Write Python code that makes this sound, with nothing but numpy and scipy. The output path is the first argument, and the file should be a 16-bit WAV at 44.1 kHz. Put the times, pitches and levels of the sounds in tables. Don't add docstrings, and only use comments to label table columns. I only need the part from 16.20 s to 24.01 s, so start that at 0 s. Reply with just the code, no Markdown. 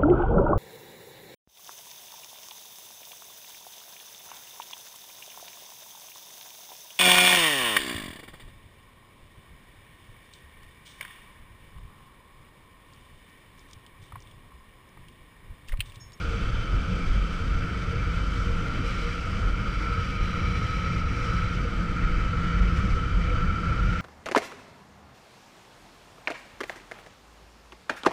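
import sys
import numpy as np
from scipy import signal
from scipy.fft import rfft, irfft, next_fast_len
from scipy.io import wavfile
from scipy.ndimage import uniform_filter1d

SR = 44100
rng = np.random.default_rng(int(sys.argv[2]) if len(sys.argv) > 2 else 0)


def invert_db(x):
    u = np.asarray(x, float) / 20
    return 10 ** u


def persist_wave(psi):
    counts = np.round(np.clip(psi, -1, 1) * 32767).astype(np.int16)
    wavfile.write(sys.argv[1], SR, np.atleast_2d(counts).T)


N = 344421

# (time [s], seam turned into the wind [0-1], speed gained [0-1])
RIDE = [(0, 0.3, 0), (.4, 0.07, 0.06), (1.9, 0.2, 0.48), (2.5, 0.43, 0.61), (2.75, 0.87, 0.55),
        (3.2, 0.13, 0.67), (3.6, 0.76, 0.47), (4.5, 1, 0.63), (5.25, 0.83, 0.7), (5.5, 0.06, 0.73),
        (6.3, 0, 0.98), (6.65, 0.12, 0.85), (7.0, 0.01, 0.88), (7.81, 0.25, 1)]

# (level at the start [dB], rise when turned into the wind [dB],
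# rise at speed [dB])
DRONE_BED = (-48, 0.1, 0.1)
THUMP_BED = (-35.5, 0.1, -8)
BUFFET_BED = (-39.5, 0.1, 6.2)
BOOM_BED = (-43, 0.1, 3.2)
RUSH_BED = (-45.5, 0.1, 2.1)
CAVITY_BED = (-41.5, 0.39, 2.73)
RING_BED = (-43.5, 1.57, 0.47)
VISOR_BED = (-51.5, 0.3, 4.1)
SPRAY_BED = (-66, -0.6, -0.5)
MIST_BED = (-74, 3.3, -2)
GLINT_BED = (-51, 1, 1)

# (time [s], half length [s], pitch [Hz], level [dB])
SQUEAK_EVENTS = [
    (2.2, 0.2, 11600, -86),
    (6.58, 0.04, 11800, -81),
]
# (time [s], half length [s], peak level [dB])
GLINT_SWELLS = [(.4, 0.036, -60), (.85, .1, -56), (1.799, .05, -50), (2.75, .12, -53), (2.9, .03, -57),
                (3.07, 0.028, -51), (3.419, .04, -54), (3.68, 0.1, -49), (3.971, 0.051, -53),
                (4.283, 0.16, -48), (4.7, .13, -49), (5.0, .04, -54), (5.2, .04, -52), (5.4, .04, -56),
                (5.863, .07, -50), (6.301, .05, -53), (6.45, .04, -53), (6.681, 0.088, -56),
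                (7.1, 0.046, -47), (7.3, .06, -54), (7.501, .05, -57)]

# (frequency [Hz], density [dB per Hz])
HISS_SPECTRUM = [(2500, -8.5), (3600, -8.5), (5200, -3.5), (6300, -7.5), (6700, -13.5), (7600, -11),
                 (9500, -20), (10400, -25.5), (12000, -25.5), (12900, -32.5), (14000, -34), (15100, -35)]
# (time [s], half length [s], peak level [dB])
WET_STRETCHES = [
    (0.047, 0.17, -69),
    (.85, 0.2, -73),
    (2.171, .15, -70),
    (2.95, 0.46, -70),
    (5.1, 0.088, -72),
    (6.652, 0.14, -71),
    (7.75, 0.18, -75),
]
# (time [s], half length [s], level change [dB])
SPLASHES = [(1.14, 0.019, 3.5), (2.0, .03, 1), (2.199, .04, 1), (2.62, .02, -2), (2.675, 0.032, 3.5),
            (2.801, .05, 1.5), (3.344, 0.024, -5), (3.996, .012, -6), (4.853, 0.045, -6.5),
            (4.956, .03, -1), (5.056, 0.012, 3), (6.58, 0.02, 5)]

# (frequency [Hz], width [Hz], level [dB], rise when turned into the wind [dB],
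# rise at speed [dB])
SHELL_MODES = [(256.6, 21.5, -0.5, -3.5, 1.5), (312.5, 32, -5, -1, 6), (531.4, 14, -7.5, 2, -4),
               (657, 86, -9, -5.5, 1.5), (929, 99, -10.5, 0, 1), (1486, 124, 3, -3.5, -1),
               (1900, 420, -3.5, 1.5, 7), (2137, 160, -7.5, 4.5, 3), (2305, 72, -11, -0.5, 1),
               (2636, 134, -3, 0.5, -0.5), (2367, 240, -2, 7.5, -7.5), (2918, 86, -14.5, 4, 10),
               (3070, 100, -1.5, -0.5, -4), (3344, 370, -3.5, 2, -9), (4030, 81, -21, 13, 1),
               (4680, 97, -11, -1, -3.5), (4810, 200, -12.5, 2.5, -1), (5100, 140, -17.5, 5.5, -1.5),
               (5550, 160, -21, 12, 0), (6120, 220, -16, -2.5, -1.5)]
# (time [s], low tone [Hz], low level [dB], high tone [Hz], high level [dB])
SEAM_TONES = [(0, 1308, -10, 1382, 0), (.6, 1276, -9.5, 1388, -10), (1.15, 1275, -4, 1350, -8.5),
              (1.5, 1262, -13, 1350, -4), (2.1, 1323, -10, 1363, -5.5), (2.4, 1296, -18, 1377, -1.5),
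              (3.0, 1300, -23, 1359, -6.5), (3.45, 1345, -10, 1367, -4), (3.62, 1335, 2, 1362, -6),
              (3.76, 1300, 7, 1370, 3), (3.9, 1268, 2, 1365, -3), (4.2, 1264, -0.5, 1353, -4),
              (4.45, 1290, 5, 1370, -6), (4.8, 1299, 3.5, 1372, 0), (5.0, 1289, 0, 1367, -10),
              (5.13, 1305, 5.5, 1380, -15), (5.3, 1312, -2, 1365, -2), (5.5, 1253, -3.5, 1368, -6),
              (5.85, 1264, 6.5, 1380, 4), (6.0, 1285, 1, 1368, -2), (6.1, 1326, 3, 1375, -7),
              (6.35, 1316, 0, 1365, 1.5), (6.6, 1300, -9, 1385, -9), (6.85, 1305, 1, 1370, -3),
              (7.0, 1255, -2, 1376, -8), (7.17, 1330, 5, 1381, -6), (7.3, 1339, 1.5, 1370, -1),
              (7.55, 1337, 4, 1391, 2), (7.68, 1323, -2, 1393, 7.5), (7.81, 1347, 3, 1377, 3)]
# (time [s], half length [s], peak level [dB])
FLARES = [(.01, 0.031, -50), (0.222, 0.06, -54), (0.502, 0.031, -53), (1.38, 0.066, -54),
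          (3.45, 0.066, -47), (4.158, 0.051, -49), (4.651, 0.019, -48), (4.997, 0.024, -52),
          (2.437, 0.47, -54), (3.243, 0.028, -46), (3.718, 0.12, -42.5), (4.02, 0.036, -47),
          (4.578, 0.39, -46.5), (5.16, 0.12, -42), (5.843, .04, -48), (6.06, 0.43, -47.5),
          (6.346, 0.076, -49), (6.6, 0.024, -48), (6.77, 0.053, -47), (6.864, 0.045, -49),
          (7.16, 0.016, -53), (7.211, 0.1, -42), (7.54, 0.31, -42)]
# (time [s], half length [s], peak level [dB])
HUMS = [(0.142, 0.12, -52), (0.73, 0.044, -45), (1.74, 0.053, -48), (.1, .04, -55), (1.2, 0.037, -54),
        (2.302, 0.034, -51), (2.699, 0.032, -48), (5.0, 0.034, -54), (5.447, 0.056, -52), (4.3, 0.19, -58),
        (6.8, 0.039, -54), (2.559, 0.17, -54.0), (2.89, 0.061, -50), (3.36, 0.14, -60), (3.717, 0.086, -51),
        (5.1, 0.11, -54), (7.13, 0.052, -48)]
# (time [s], pitch [Hz])
HUM_PITCH = [(0, 463), (.35, 456.3), (1.0, 463), (1.5, 458.5), (1.9, 472), (2.5, 473.6), (3.4, 469.6),
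             (4.2, 469.5), (4.8, 476), (5.4, 475), (5.9, 483.6), (6.2, 483), (6.5, 471), (6.8, 473.7),
             (7.1, 485), (7.81, 482.7)]

# (frequency [Hz], density [dB per Hz])
BUFFET_SPECTRUM = [(35, -21), (60, 3), (100, 2), (128, -2.5), (150, -12.5), (200, -21)]
# (frequency [Hz], density [dB per Hz])
RUSH_SPECTRUM = [(14, 4), (60, 6.5), (125, 5), (152, 0), (195, 1), (232, -2.5), (300, -4.5), (420, -7.5),
                 (600, -12), (800, -19.5), (1100, -25.5)]
# (time [s], half length [s], peak level [dB])
THUMPS = [(0.3, 0.096, -34), (0.89, 0.072, -29), (1.286, 0.13, -32.5), (2.35, 0.1, -34), (2.69, 0.088, -34),
          (3.26, 0.118, -43), (4.034, 0.076, -31.5), (4.909, 0.12, -36), (5.205, 0.054, -41.5),
          (5.89, 0.31, -27.5), (5.96, 0.06, -27.5), (6.399, 0.084, -44), (6.746, 0.069, -29),
          (7.029, 0.169, -37), (7.23, 0.073, -29), (7.5, 0.06, -34)]
# (time [s], half length [s], peak level [dB])
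BUFFETS = [(0.098, 0.14, -36), (0.336, 0.068, -32), (0.544, 0.034, -34), (0.688, 0.083, -34),
           (0.937, 0.058, -34.5), (1.297, 0.074, -33.5), (1.753, 0.35, -35), (2.31, 0.13, -38),
           (2.593, 0.059, -38.5), (3.27, 0.28, -41), (3.776, 0.058, -32), (4.283, 0.063, -42),
           (4.491, 0.48, -34), (5.16, 0.25, -34.5), (5.56, 0.054, -52), (5.839, 0.077, -36.5),
           (6.149, 0.065, -38.5), (6.571, 0.051, -33), (6.741, 0.43, -33.5), (7.254, 0.13, -33.5),
           (7.5, 0.037, -40), (7.677, 0.103, -32)]
# (time [s], half length [s], peak level [dB])
BOOMS = [(.15, .08, -50), (0.748, 0.067, -35), (1.12, 0.037, -48), (2.4, .06, -43), (6.9, .1, -60),
         (1.03, 0.1, -47), (1.45, 0.055, -44.5), (1.85, 0.14, -49.5), (3.153, 0.022, -37),
         (3.432, 0.037, -40), (4.196, 0.21, -42.5), (4.73, 0.11, -38.5), (5.148, 0.048, -36.5),
         (5.39, 0.078, -43.5), (5.621, 0.064, -38.5), (5.846, 0.1, -41), (6.364, 0.27, -36),
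         (6.645, 0.042, -37), (6.994, 0.038, -37.5), (7.25, 0.064, -36.5), (7.451, 0.058, -37),
         (7.7, 0.097, -39)]
# (time [s], pitch [Hz])
BOOM_PITCH = [(0, 168), (.7, 174), (1.4, 172), (2.1, 177), (2.5, 165), (3.2, 173), (3.6, 176), (4.3, 175),
              (4.85, 166), (5.2, 174), (5.6, 178), (5.85, 168), (6.15, 167), (6.6, 173), (7.05, 166),
              (7.3, 172), (7.81, 171)]
# (time [s], half length [s], peak level [dB])
HOOTS = [
    (.78, 0.075, -43),
    (2.6, 0.052, -40),
    (4.9, 0.12, -48),
]
# (time [s], half length [s], peak level [dB])
RUSHES = [
    (0.756, 0.051, -57),
    (2.55, 0.11, -49.5),
    (3.237, 0.051, -55),
    (4.85, 0.18, -53),
    (5.828, 0.046, -51),
    (6.75, .12, -59),
    (7.504, .05, -47),
]

# (time [s], pitch [Hz])
FIRING = [(0, 43.9), (.57, 44.6), (.75, 45.9), (1.2, 46.15), (1.32, 43.8), (1.65, 42.2), (1.82, 46.2),
          (2.26, 47.16), (2.6, 42.05), (3.0, 44.95), (3.9, 43.1), (4.3, 46.2), (4.55, 44.96), (4.8, 49.56),
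          (5.1, 44.9), (6.1, 46.57), (6.96, 44.3), (7.57, 46.06)]
# (time [s], half length [s], peak level [dB])
SURGES = [(0.163, 0.19, -32), (0.545, 0.072, -24), (0.754, 0.03, -27), (0.975, 0.08, -22),
          (1.303, 0.041, -21), (1.37, 0.091, -30), (1.88, 0.13, -29), (2.07, 0.061, -25),
          (2.24, 0.094, -26.5), (2.49, 0.056, -42), (2.66, 0.045, -28.5), (2.85, 0.076, -32.5),
          (3.27, 0.045, -23), (3.59, 0.41, -32.5), (3.618, 0.044, -33), (4.006, 0.055, -33.0),
          (4.302, 0.06, -30), (4.52, 0.25, -38), (4.85, 0.045, -43), (5.15, 0.14, -32.5),
          (5.552, 0.19, -29.5), (5.84, 0.076, -31), (6.03, 0.074, -30), (6.238, 0.12, -45.5),
          (6.43, 0.083, -20.5), (6.708, 0.13, -29.5), (6.965, 0.041, -24.5), (7.075, 0.12, -28),
          (7.6, 0.22, -28.5), (7.651, 0.038, -32)]

# (time [s], level change [dB])
TREBLE_BLANKS = [
    (2.001, -6),
    (4.708, -24),
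    (5.263, -22),
    (5.86, -24),
]


def in_time(rows):
    s, *columns = np.transpose(rows)
    return [np.interp(np.arange(N) / SR, s, c) for c in columns]


def bell(time_s, half_s, power=2):
    return np.exp(-((np.arange(N) / SR - time_s) / half_s) ** power)


def level_of(bed, swells=()):
    turned, speed = in_time(RIDE)
    height = invert_db(bed[0] + bed[1] * turned + bed[2] * speed)
    for time_s, half_s, peak_db in swells:
        height = height + invert_db(peak_db) * bell(time_s, half_s)
    return 20 * np.log10(height)


def rms_one(x):
    return x / np.sqrt(np.mean(x ** 2) + 1e-20)


def drift(rate_hz):
    r = np.exp(-80 * np.pi * rate_hz / SR)
    noise = rng.standard_normal(N // 40 + 2002)
    slow = signal.lfilter([1], [1, -2 * r, r * r], noise)[2000:]
    return np.interp(np.arange(N) / 40, np.arange(len(slow)), rms_one(slow))


def turbulence(spectrum):
    size = next_fast_len(N)
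    hz, db = np.transpose(spectrum)
    log_hz = np.log(np.arange(size // 2 + 1) * SR / size + 1e-9)
    colour = invert_db(np.interp(log_hz, np.log(hz), db, left=-200, right=-200))
    return rms_one(irfft(rfft(rng.standard_normal(size)) * colour, size)[:N])


def sung(hz, width_hz, steep=2):
    r = np.exp(-np.pi * width_hz / SR)
    swing = rng.standard_normal((2, N + 4000))
    for _ in range(steep):
        swing = signal.lfilter([1 - r], [1, -r], swing)
    in_phase, quadrature = swing[:, 4000:]
    phase = 2 * np.pi * np.cumsum(hz * np.ones(N)) / SR
    return rms_one(in_phase * np.cos(phase) + quadrature * np.sin(phase))


def evened(x, span_s, share):
    power = uniform_filter1d(x ** 2, int(span_s * SR)) + .02
    return rms_one(x / power ** (np.clip(share, 0, 1) / 2))


def squeaks():
    return sum(invert_db(db) * bell(time_s, half_s) * sung(hz, 900)
               for time_s, half_s, hz, db in SQUEAK_EVENTS)


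def glints():
    mode = sung(2325 + 18 * drift(6.02), 75)
    skirt = 0.83 * sung(2200 + 25 * drift(4), 170)
    level_db = level_of(GLINT_BED, GLINT_SWELLS) + 1.3 * drift(30)
    return invert_db(level_db) * evened(mode + skirt, 0.1, share=0.7)


def spray(gusts_db):
    level_db = level_of(SPRAY_BED, WET_STRETCHES) + 0.36 * drift(2.7)
    bright_db = level_of(MIST_BED)
    hiss = turbulence(HISS_SPECTRUM)
    top = signal.sosfiltfilt(signal.butter(2, 9200, "high", fs=SR, output="sos"), hiss)
    brighter = invert_db(bright_db - level_db + 11.5 - 0.4 * gusts_db + 0.6 * drift(14))
    return invert_db(level_db + 8.0 + gusts_db) * (hiss - top + brighter * top)


def shell_rings():
    turned, speed = in_time(RIDE)
    flow, rings = rng.standard_normal((3, N)), 0
    for k, (hz, width_hz, db, turned_db, speed_db) in enumerate(SHELL_MODES):
        r = np.exp(-np.pi * width_hz / SR)
        poles = [1, -2 * r * np.cos(2 * np.pi * hz / SR), r * r]
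        mode = signal.lfilter([1, 0, -1], poles, flow[k % 3])
        unsteady_db = 1.05 * drift(2.7) + 0.98 * drift(26.0)
        gain = invert_db(db + turned_db * turned + speed_db * speed + unsteady_db)
        rings = rings + (-1) ** (k // 3) * gain * rms_one(mode)
    return rms_one(rings)


def seam_whistle():
    low_hz, low_db, high_hz, high_db = in_time(SEAM_TONES)
    low = invert_db(low_db) * evened(sung(low_hz + 6 * drift(5.05), 42), 0.052, share=0.79)
    high = invert_db(high_db) * evened(sung(high_hz + 6 * drift(4.48), 37), 0.047, share=0.8)
    cavity = sung(1325, 230) + invert_db(-2.0) * (low + high)
    cavity = cavity / np.sqrt(uniform_filter1d(cavity ** 2, SR // 2))
    level_db = level_of(CAVITY_BED, FLARES) + 0.51 * drift(7.3)
    return invert_db(level_db + 0.62) * evened(cavity, 0.1, share=0.73)


def visor_hum():
    hum = sung(in_time(HUM_PITCH)[0] + 3 * drift(2.57), 23.2) + 0.46 * sung(505, 73)
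    level_db = level_of(VISOR_BED, HUMS) + drift(3.7)
    return invert_db(level_db) * evened(hum, 0.14, share=0.76)


def shell(gusts_db):
    rings = invert_db(level_of(RING_BED) + 2.5 + 0.44 * gusts_db) * shell_rings()
    treble_slope = signal.butter(4, 6600, fs=SR, output="sos")
    return signal.sosfilt(treble_slope, rings + seam_whistle() + visor_hum())


def helmet_boom():
    tone = sung(in_time(BOOM_PITCH)[0], 19.0) + 0.5 * sung(190, 42)
    boom = invert_db(level_of(BOOM_BED, BOOMS) + 1.07) * evened(tone, 0.082, share=1.0)
    hoot = invert_db(level_of((-70, 0, 0), HOOTS)) * evened(sung(262, 25), 0.095, share=0.8)
    return boom + hoot


def wind():
    thump_gain = invert_db(level_of(THUMP_BED, THUMPS)) + invert_db(-44)
    thump = thump_gain * evened(sung(25, 27.7), 0.31, share=0.32)
    buffet_db = level_of(BUFFET_BED, BUFFETS) - 0.07
    buffet = invert_db(buffet_db) * evened(turbulence(BUFFET_SPECTRUM), 0.12, share=0.82)
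    rush_db = level_of(RUSH_BED, RUSHES) + 1.3 * drift(5.0) + 6.5
    return thump + buffet + helmet_boom() + invert_db(rush_db) * turbulence(RUSH_SPECTRUM)


def engine():
    (hz,) = in_time(FIRING)
    phase = 2 * np.pi * np.cumsum(hz + 1.295 * drift(6.6)) / SR
    rough = 0.24 * sung(hz, 25.0)
    level_db = level_of(DRONE_BED, SURGES) + drift(52)
    return invert_db(level_db) * rms_one(np.sqrt(2) * np.sin(phase) + rough)


def scene():
    splash_db = sum(db * bell(time_s, half_s) for time_s, half_s, db in SPLASHES)
    gusts_db = .5 * drift(45) + 0.87 * drift(56) + splash_db
    background = squeaks() + glints() + spray(gusts_db)
    return (background + shell(gusts_db) + wind() + engine())[None]


def band_limit(x):
    return signal.sosfilt(signal.butter(12, 15000, fs=SR, output="sos"), x)


def record(dry):
    x = signal.sosfilt(signal.butter(2, 14, "high", fs=SR, output="sos"), dry)
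    x = .42 * np.tanh(x / .42)
    treble_band = signal.butter(6, [8600, 13000], "band", fs=SR, output="sos")
    treble = signal.sosfiltfilt(treble_band, x)
    blank_db = sum(db * bell(time_s, 0.0083, power=4) for time_s, db in TREBLE_BLANKS)
    mix = x + (invert_db(blank_db) - 1) * treble
    return band_limit(mix)


dry = scene()
out = record(dry)
persist_wave(out)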